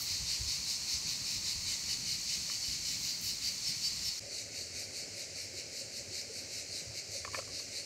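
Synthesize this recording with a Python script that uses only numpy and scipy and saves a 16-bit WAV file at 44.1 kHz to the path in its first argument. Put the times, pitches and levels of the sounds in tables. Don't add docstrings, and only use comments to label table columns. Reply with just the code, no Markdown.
import sys
import numpy as np
from scipy import signal
from scipy.fft import rfft, irfft, next_fast_len
from scipy.io import wavfile
from scipy.ndimage import uniform_filter1d

SR = 44100
rng = np.random.default_rng(int(sys.argv[2]) if len(sys.argv) > 2 else 0)


def magnitude_from_level(level_db):
    exponent = np.asarray(level_db, float) / 20
    return 10 ** exponent


def to_wav(sig):
    pcm = np.clip(np.atleast_2d(sig), -1, 1) * 32767
    pcm = np.round(pcm).astype(np.int16)
    wavfile.write(sys.argv[1], SR, pcm.T)


N = 346185

CUT_S, FADE_IN_S = 4.1953, 0.014
AIR_TURN_S, AIR_TURN_LENGTH_S = 1.9, 0.2
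OVERTONES_HZ = 10400

# (frequency [Hz], density [dB per Hz])
DISTANT_WATER = [(150, -28.5), (250, -2), (396, -5), (464, -8), (562, -4.5), (698, -7), (1510, -8.5),
                 (1730, -8), (2000, -1.5), (2600, -13), (4400, -120)]
# (time [s], dying time [s], buffeting level [dB], rumble level [dB])
GUSTS = [(.13, 0.016, -49, -72), (.22, .04, -43, -57), (.42, 0.033, -42.5, -73), (.49, .03, -49, -67),
         (.6, .15, -57, -59), (.97, .02, -52, -57), (1.07, 0.056, -55, -50.5), (1.22, 0.087, -64, -53),
         (1.37, 0.13, -54, -55), (1.58, .03, -48, -60), (1.65, .05, -50, -66), (1.86, .06, -56, -53),
         (2.0, 0.13, -57.5, -52.5), (2.39, 0.051, -54, -51), (2.7, 0.13, -56, -54.5),
         (2.92, 0.19, -72, -55), (3.26, 0.064, -56, -71), (3.48, .08, -60, -62), (3.69, 0.049, -66, -51),
         (3.94, 0.044, -58, -56), (4.09, 0.018, -58, -56)]
# (time [s], dying time [s], level [dB])
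SQUEEZES = [
    (.02, 0.051, -45),
    (2.9, .3, -60),
    (3.06, .1, -54),
    (3.26, 0.061, -47),
    (3.47, .06, -53),
]
# (time [s], peak level [dB])
STALK_SNAPS = [
    (0.0228, -33),
    (2.9914, -44),
    (3.0355, -40),
    (3.2136, -34),
    (3.2604, -35),
    (3.274, -34),
    (3.2884, -34),
    (3.5334, -45),
]
# (frequency [Hz], density [dB per Hz])
RIVER_WASH = [(82, -36), (140, -4), (225, -5), (276, -1), (317, -8.5), (356, -1.5), (486, -3), (565, -1.5),
              (840, -15), (1000, -25), (1500, -16), (1770, -17.5), (2200, -9), (2860, -40.5)]
# (time [s], dying time [s], level [dB])
SURGES = [(4.23, 0.046, -55), (4.34, 0.027, -57), (4.45, .06, -60), (4.6, 0.068, -54), (4.75, 0.083, -54),
          (5.25, .15, -58), (5.55, 0.045, -54), (5.85, .08, -56), (6.02, .1, -54.5), (6.42, 0.053, -58),
          (6.59, .03, -59), (6.69, .08, -60), (6.9, 0.048, -50.5), (7.1, .2, -59), (7.3, 0.22, -56),
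          (7.5, .06, -56), (7.7, .1, -67)]
# (time [s], peak level [dB], frequency [Hz])
GURGLES = [(4.259, -45.5, 564), (4.799, -54, 575), (5.169, -52, 565), (5.538, -45.5, 362),
           (5.809, -46.5, 538), (5.966, -52, 224), (5.989, -50, 550), (6.109, -45.5, 358),
           (6.295, -42, 437), (6.488, -46, 530), (6.899, -51, 592), (7.148, -41.5, 539), (7.613, -48, 565)]
# (frequency [Hz], level [dB], T60 [s])
HOLLOW_MODES = [(560, 7.5, .035), (1036, 0, 0.034), (1140, -4, 0.063), (1320, 6, 0.015), (1773, 3.5, 0.029),
                (2250, 5, 0.025), (2475, -1, 0.029), (3150, -14, 0.015)]
# (time [s], peak level [dB], favoured frequency [Hz], spread [octaves])
KNOCKS = [(.004, -46.5, 1360, 0.2), (2.484, -51, 560, .4), (2.497, -36.5, 1350, .7),
          (7.248, -28, 1300, 1.6), (7.275, -36.5, 1070, 0.23), (7.333, -43, 1080, 0.14),
          (7.339, -47, 1140, 0.12), (7.3449, -23.5, 1400, 0.82), (7.355, -34, 1990, 0.76),
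          (7.367, -42, 1000, 0.49), (7.375, -40, 554, 0.43), (7.382, -39, 554, .4), (7.388, -28, 590, 1.1),
          (7.397, -41, 1320, 0.15), (7.424, -49, 1320, 0.18), (7.475, -49, 1150, .4),
          (7.490, -55, 1140, .15), (7.596, -50.5, 1140, 0.3)]
# (frequency [Hz], density [dB per Hz])
FAR_BODY_BUSH = [(1400, -29), (1800, -24), (2200, -9.5), (2800, -11.5), (3400, -15.5), (3800, -8.5),
                 (4400, 4), (4900, -2.5), (6200, -2), (7300, -6), (8500, -12.5), (10300, -24),
                 (11000, -20.5), (15600, -29.5)]
# (frequency [Hz], density [dB per Hz])
FAR_BODY_BANK = [(1400, -20.5), (1800, -13.5), (2200, -5), (2800, -9.5), (3500, -19), (4100, -3.5),
                 (4500, 1), (4900, -1), (6200, -3), (7300, -4.5), (8500, -12.5), (10300, -22.5),
                 (11000, -22.5), (15600, -35)]
# (frequency [Hz], density [dB per Hz])
BODY_BUSH = [(1400, -39.5), (1800, -21), (2200, -9.5), (2800, -11.5), (3400, -19), (3800, -5), (4400, 3),
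             (4900, -0.5), (6200, -4.5), (7300, -8), (8500, -14.5), (10300, -24.5), (11000, -22.5),
             (15600, -31.5)]
# (frequency [Hz], density [dB per Hz])
BODY_BANK = [(1800, -21.5), (2200, -7.5), (2800, -12.5), (3400, -28), (3800, -9.5), (4400, 1.5),
             (4900, -4.5), (6200, -5.5), (7300, -9.5), (8500, -12.5), (10300, -23), (11200, -24),
             (11900, -19.5), (15600, -39)]
# (time [s], length [s], level [dB], high singer level [dB])
PHRASES_BUSH = [(0.058, 0.12, -35.5, -52), (0.269, 0.096, -32.5, -66), (0.47, 0.11, -34.5, -56),
                (0.66, 0.098, -33.5, -47), (0.873, 0.1, -33, -46), (1.057, 0.098, -34, -50),
                (1.25, 0.13, -35, -46), (1.454, 0.09, -32.5, -54), (1.664, 0.093, -33.5, -53),
                (1.88, 0.066, -32, -49), (2.059, 0.1, -34, -51), (2.28, 0.092, -33, -63),
                (2.484, 0.085, -38, -47), (2.617, 0.15, -36, -53), (2.842, 0.13, -35.5, -58),
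                (3.033, 0.099, -35, -62), (3.232, 0.097, -35, -51), (3.426, 0.078, -33.5, -47.5),
                (3.65, 0.072, -33.5, -43), (3.823, 0.07, -34.5, -41), (4.036, 0.068, -34.5, -38)]
# (time [s], length [s], level [dB])
PHRASES_BANK = [(4.31, 0.12, -39), (4.528, 0.11, -40), (4.744, 0.096, -38.5), (4.938, 0.098, -39),
                (5.149, 0.1, -38.5), (5.351, 0.098, -39.5), (5.555, 0.074, -39), (5.736, 0.1, -39.5),
                (5.938, 0.076, -38), (6.118, 0.1, -38.5), (6.329, 0.079, -40.5), (6.503, 0.12, -39),
                (6.714, 0.11, -38.5), (6.946, 0.067, -38), (7.113, 0.088, -38), (7.326, 0.088, -39),
                (7.519, 0.11, -38.5), (7.726, 0.094, -39)]
SINGER_EDGES = [1200, 2600, 3500, 4200, 4800, 5700, 6800, 8000, 9200, 10400, 11400, 12600, 14000, 17000]
# (frequency [Hz], width [Hz])
SOLOISTS = [
    (5370, 90),
    (2970, 160),
]
# (time [s], level [dB])
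LOW_SINGER = [(0, -62), (1.5, -62), (1.7, -50.5), (2.7, -56), (2.9, -57), (4.2, -57)]
# (time [s], length [s], level [dB])
NEAREST = [
    (2.64, 0.06, -46),
    (3.073, 0.083, -44),
    (3.44, 0.055, -38.5),
    (3.841, 0.045, -35),
]


def rms_one(x):
    return x / np.sqrt(np.mean(x ** 2) + 1e-20)


def noise():
    return rng.standard_normal(N)


def colour(x, spectrum):
    size = 8192
    hz, db = np.transpose(spectrum)
    octave = np.log2(np.maximum(np.arange(size // 2 + 1) * SR / size, 1))
    below = np.maximum(np.log2(hz[0]) - octave, 0)
    log_gain = np.log(magnitude_from_level(np.interp(octave, np.log2(hz), db) - 18 * below))
    cepstrum = irfft(log_gain)
    cepstrum[1:size // 2] *= 2
    cepstrum[size // 2 + 1:] = 0
    response = irfft(np.exp(rfft(cepstrum)))
    return rms_one(signal.fftconvolve(x, response)[:N])


def band(x, low_hz, high_hz, order=2):
    sos = signal.butter(order, [low_hz, high_hz], "band", fs=SR, output="sos")
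    return rms_one(signal.sosfilt(sos, x))


def around(x, hz, width_hz, order=2):
    return band(x, hz - width_hz / 2, hz + width_hz / 2, order)


def drift(rate_hz):
    step = 40
    r = np.exp(-2 * np.pi * rate_hz * step / SR)
    slow = signal.lfilter([1], [1, -2 * r, r * r], rng.standard_normal(N // step + 2002))[2000:]
    return np.interp(np.arange(N) / step, np.arange(len(slow)), rms_one(slow))


def clicks(per_s, uneven_db):
    sizes = magnitude_from_level(uneven_db * np.minimum(rng.exponential(1, N), 4)) * rng.choice([-1, 1], N)
    return sizes * (rng.random(N) < per_s / SR)


def bursts(events, levels_db, rise, calm_db):
    t, power = np.arange(0, N / SR + .01, .001), magnitude_from_level(2 * calm_db)
    for (s, dying, *_), db in zip(events, levels_db):
        climb = np.sin(np.pi / 2 * np.clip(1 + (t - s) / rise, 0, 1)) ** 2
        decay = np.exp(-2 * np.maximum(t - s, 0) / dying)
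        power = power + magnitude_from_level(2 * db) * climb * decay
    return np.interp(np.arange(N) / SR, t, np.sqrt(power))


def swells(phrases, levels_db, rise, fall):
    out = np.zeros(N)
    for (s, length, *_), db in zip(phrases, levels_db):
        i = max(round((s - rise / 2) * SR), 0)
        t = np.arange(round((length + rise / 2 + fall / 2) * SR)) / SR
        opening = np.sin(np.pi / 2 * np.clip(t / rise, 0, 1))
        closing = np.sin(np.pi / 2 * np.clip((t[-1] - t) / fall, 0, 1))
        shape = (opening * closing)[:N - i] ** 2
        out[i:i + len(t)] += magnitude_from_level(db) * shape
    return out


def distant_water():
    t = np.arange(N) / SR
    turned = np.clip((t - AIR_TURN_S) / AIR_TURN_LENGTH_S, 0, 1)
    air = magnitude_from_level(-58 - 0.76 * turned) * colour(noise(), DISTANT_WATER)
    rapid = magnitude_from_level(-68) * around(noise(), 1030, 320)
    return air + rapid * (1 - turned)


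def wind():
    buffet_db, rumble_db = np.array(GUSTS)[:, 2:].T
    rise_s = 0.038
    buffet = band(noise(), 40, 103, order=3) * magnitude_from_level(1.2 * drift(19.0))
    buffet = buffet * bursts(GUSTS, buffet_db, rise_s, calm_db=-62.5)
    rumble = band(noise(), 85, 204) * magnitude_from_level(0.35 * drift(8.0))
    rumble = rumble * bursts(GUSTS, rumble_db, rise_s, calm_db=-58)
    lull = np.clip((np.arange(N) / SR - 4.1) / .04, 0, 1)
    return (buffet + rumble) * magnitude_from_level(-10 * lull)


def river():
    out = magnitude_from_level(-56 + 0.85 * drift(27.0)) * colour(clicks(per_s=1500, uneven_db=-0.5), RIVER_WASH)
    surge_db = np.array(SURGES)[:, 2]
    out += band(noise(), 79.6, 113.5) * bursts(SURGES, surge_db, rise=0.049, calm_db=-62.5)
    out += band(noise(), 38, 66, order=3) * magnitude_from_level(-75)
    t = np.arange(round(.08 * SR)) / SR
    envelope = (1 - np.exp(-t / 0.0055)) * np.exp(-t / 0.013)
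    for s, db, hz in GURGLES:
        i = round(s * SR)
        out[i:i + len(t)] += magnitude_from_level(db + 5.0) * envelope * np.sin(2 * np.pi * hz * t * (1 + 0.5 * t))
    return out


def air_pocket():
    return around(noise(), 565, 47, order=1) * magnitude_from_level(-63.5 + 2.2 * drift(11.0))


def grass():
    snaps, t = np.zeros(N), np.arange(round(.004 * SR)) / SR
    for s, db in STALK_SNAPS:
        i = round(s * SR)
        snaps[i:i + len(t)] = magnitude_from_level(db + 4) * rng.choice([-1, 1], len(t)) * np.exp(-t / .0004)
    bright = signal.butter(2, 8000, "high", fs=SR, output="sos")
    crackle = band(clicks(per_s=2700, uneven_db=3.0), 10000, 17500)
    squeeze = bursts(SQUEEZES, np.array(SQUEEZES)[:, 2], rise=0.064, calm_db=-76)
    return crackle * squeeze + signal.sosfilt(bright, snaps)


def knocks():
    out, t = np.zeros(N), np.arange(round(.06 * SR)) / SR
    dull = signal.butter(2, [500, 3000], "band", fs=SR, output="sos")
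    build_up = 1 - np.exp(-(t / 0.0013) ** 2)
    for s, db, favoured_hz, spread in KNOCKS:
        body = np.zeros(len(t))
        for k, (hz, mode_db, t60) in enumerate(HOLLOW_MODES):
            level_db = mode_db - 6 * (np.log2(hz / favoured_hz) / spread) ** 2
            body += magnitude_from_level(level_db - 60 * t / t60) * np.sin(2 * np.pi * hz * t + 3 * k)
        body = body * build_up
        white = rng.standard_normal(len(t) + 1)
        crack = np.diff(white) * np.exp(-t / 0.0033)
        grit = signal.sosfilt(dull, white[1:]) * np.exp(-t / 0.0057) * min(spread, 1)
        i = round(s * SR)
        out[i:i + len(t)] += magnitude_from_level(db) * (body / np.abs(body).max() + magnitude_from_level(-30) * crack + magnitude_from_level(-5.5) * grit)
    return out


def chorus(level_db, overtones_db, body):
    voices = colour(noise(), body)
    main, overtones = [signal.sosfiltfilt(signal.butter(4, OVERTONES_HZ, kind, fs=SR, output="sos"), voices)
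                       for kind in ("low", "high")]
    return magnitude_from_level(level_db + 0.5 + 0.51 * drift(2.6)) * (main + magnitude_from_level(overtones_db) * overtones)


def echoes(x, t60=0.68, level_db=-9):
    t = np.arange(round(.4 * SR)) / SR
    tail = rng.standard_normal(len(t)) * magnitude_from_level(-60 * t / t60) * (t > .01)
    return x + magnitude_from_level(level_db) * signal.fftconvolve(x, tail / np.sqrt(np.sum(tail ** 2)))[:N]


def singers(phrases, body, usual_db, overtones_db, rise, fall):
    table, out, size = np.array(phrases), 0, next_fast_len(N, real=True)
    start_s, length_s, phrase_db = table[:, :3].T
    spectrum = rfft(colour(clicks(per_s=6000, uneven_db=1.0), body), size)
    hz = np.arange(size // 2 + 1) * SR / size
    for low, high in zip(SINGER_EDGES, SINGER_EDGES[1:]):
        early_s, longer_s, louder_db = rng.standard_normal((len(table), 3)).T * [[.006], [.008], [1.3]]
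        share = np.clip((hz - low) / 200 + .5, 0, 1) - np.clip((hz - high) / 200 + .5, 0, 1)
        level_db = phrase_db - 3.5 + louder_db
        part = 1
        if low >= OVERTONES_HZ:
            part = 0.77
            level_db = level_db + overtones_db + (0.39 - 1) * (phrase_db - usual_db)
        timing = np.c_[start_s - early_s + (1 - part) / 2 * length_s, part * length_s + longer_s]
        out = out + irfft(spectrum * share, size)[:N] * swells(timing, level_db, rise, fall)
    return out


def narrow_voice(hz, width_hz):
    ring = around(noise(), hz, width_hz)
    power = uniform_filter1d(ring ** 2, size=200)
    return rms_one(ring / (power + .15) ** 0.23)


def soloists():
    table = np.array(PHRASES_BUSH)
    middle = table[:, :2] * [1, 0.7] + [0.011, 0]
    low_db = np.interp(table[:, 0], *np.transpose(LOW_SINGER))
    high, low = [narrow_voice(hz, width_hz) for hz, width_hz in SOLOISTS]
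    high = high + magnitude_from_level(-17) * narrow_voice(12400, 2600)
    out = narrow_voice(4630, 260) * swells(NEAREST, np.array(NEAREST)[:, 2], rise=.015, fall=0.011)
    out = out + narrow_voice(10900, 300) * swells(middle, table[:, 2] - 32, rise=.03, fall=.02)
    out = out + high * swells(middle, table[:, 3], rise=0.018, fall=.012)
    return out + low * swells(middle, low_db, rise=0.017, fall=.012)


def cicadas():
    bush = singers(PHRASES_BUSH, BODY_BUSH, usual_db=-35, overtones_db=4.5, rise=0.085, fall=0.055)
    bush = echoes(bush + soloists()) + chorus(-40.5, 1.5, FAR_BODY_BUSH)
    bank = singers(PHRASES_BANK, BODY_BANK, usual_db=-38.5, overtones_db=0, rise=0.089, fall=.06)
    bank = echoes(bank) + chorus(-47.5, 0.1, FAR_BODY_BANK)
    return bush, bank


def scene():
    t = np.arange(N) / SR
    bush, bank = cicadas()
    bush = distant_water() + wind() + grass() + bush
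    bank = river() + air_pocket() + bank
    mono = bush * (t < CUT_S) + bank * np.clip((t - CUT_S) / FADE_IN_S, 0, 1) + knocks()
    return np.array([mono, mono])


def top_cut(x):
    return signal.sosfilt(signal.butter(12, 16410, fs=SR, output="sos"), x)


def record(dry):
    low_pass = signal.ellip(14, .5, 70, 15740, fs=SR, output="sos")
    mix = signal.sosfilt(low_pass, dry)
    return top_cut(mix)


dry = scene()
out = record(dry)
to_wav(out)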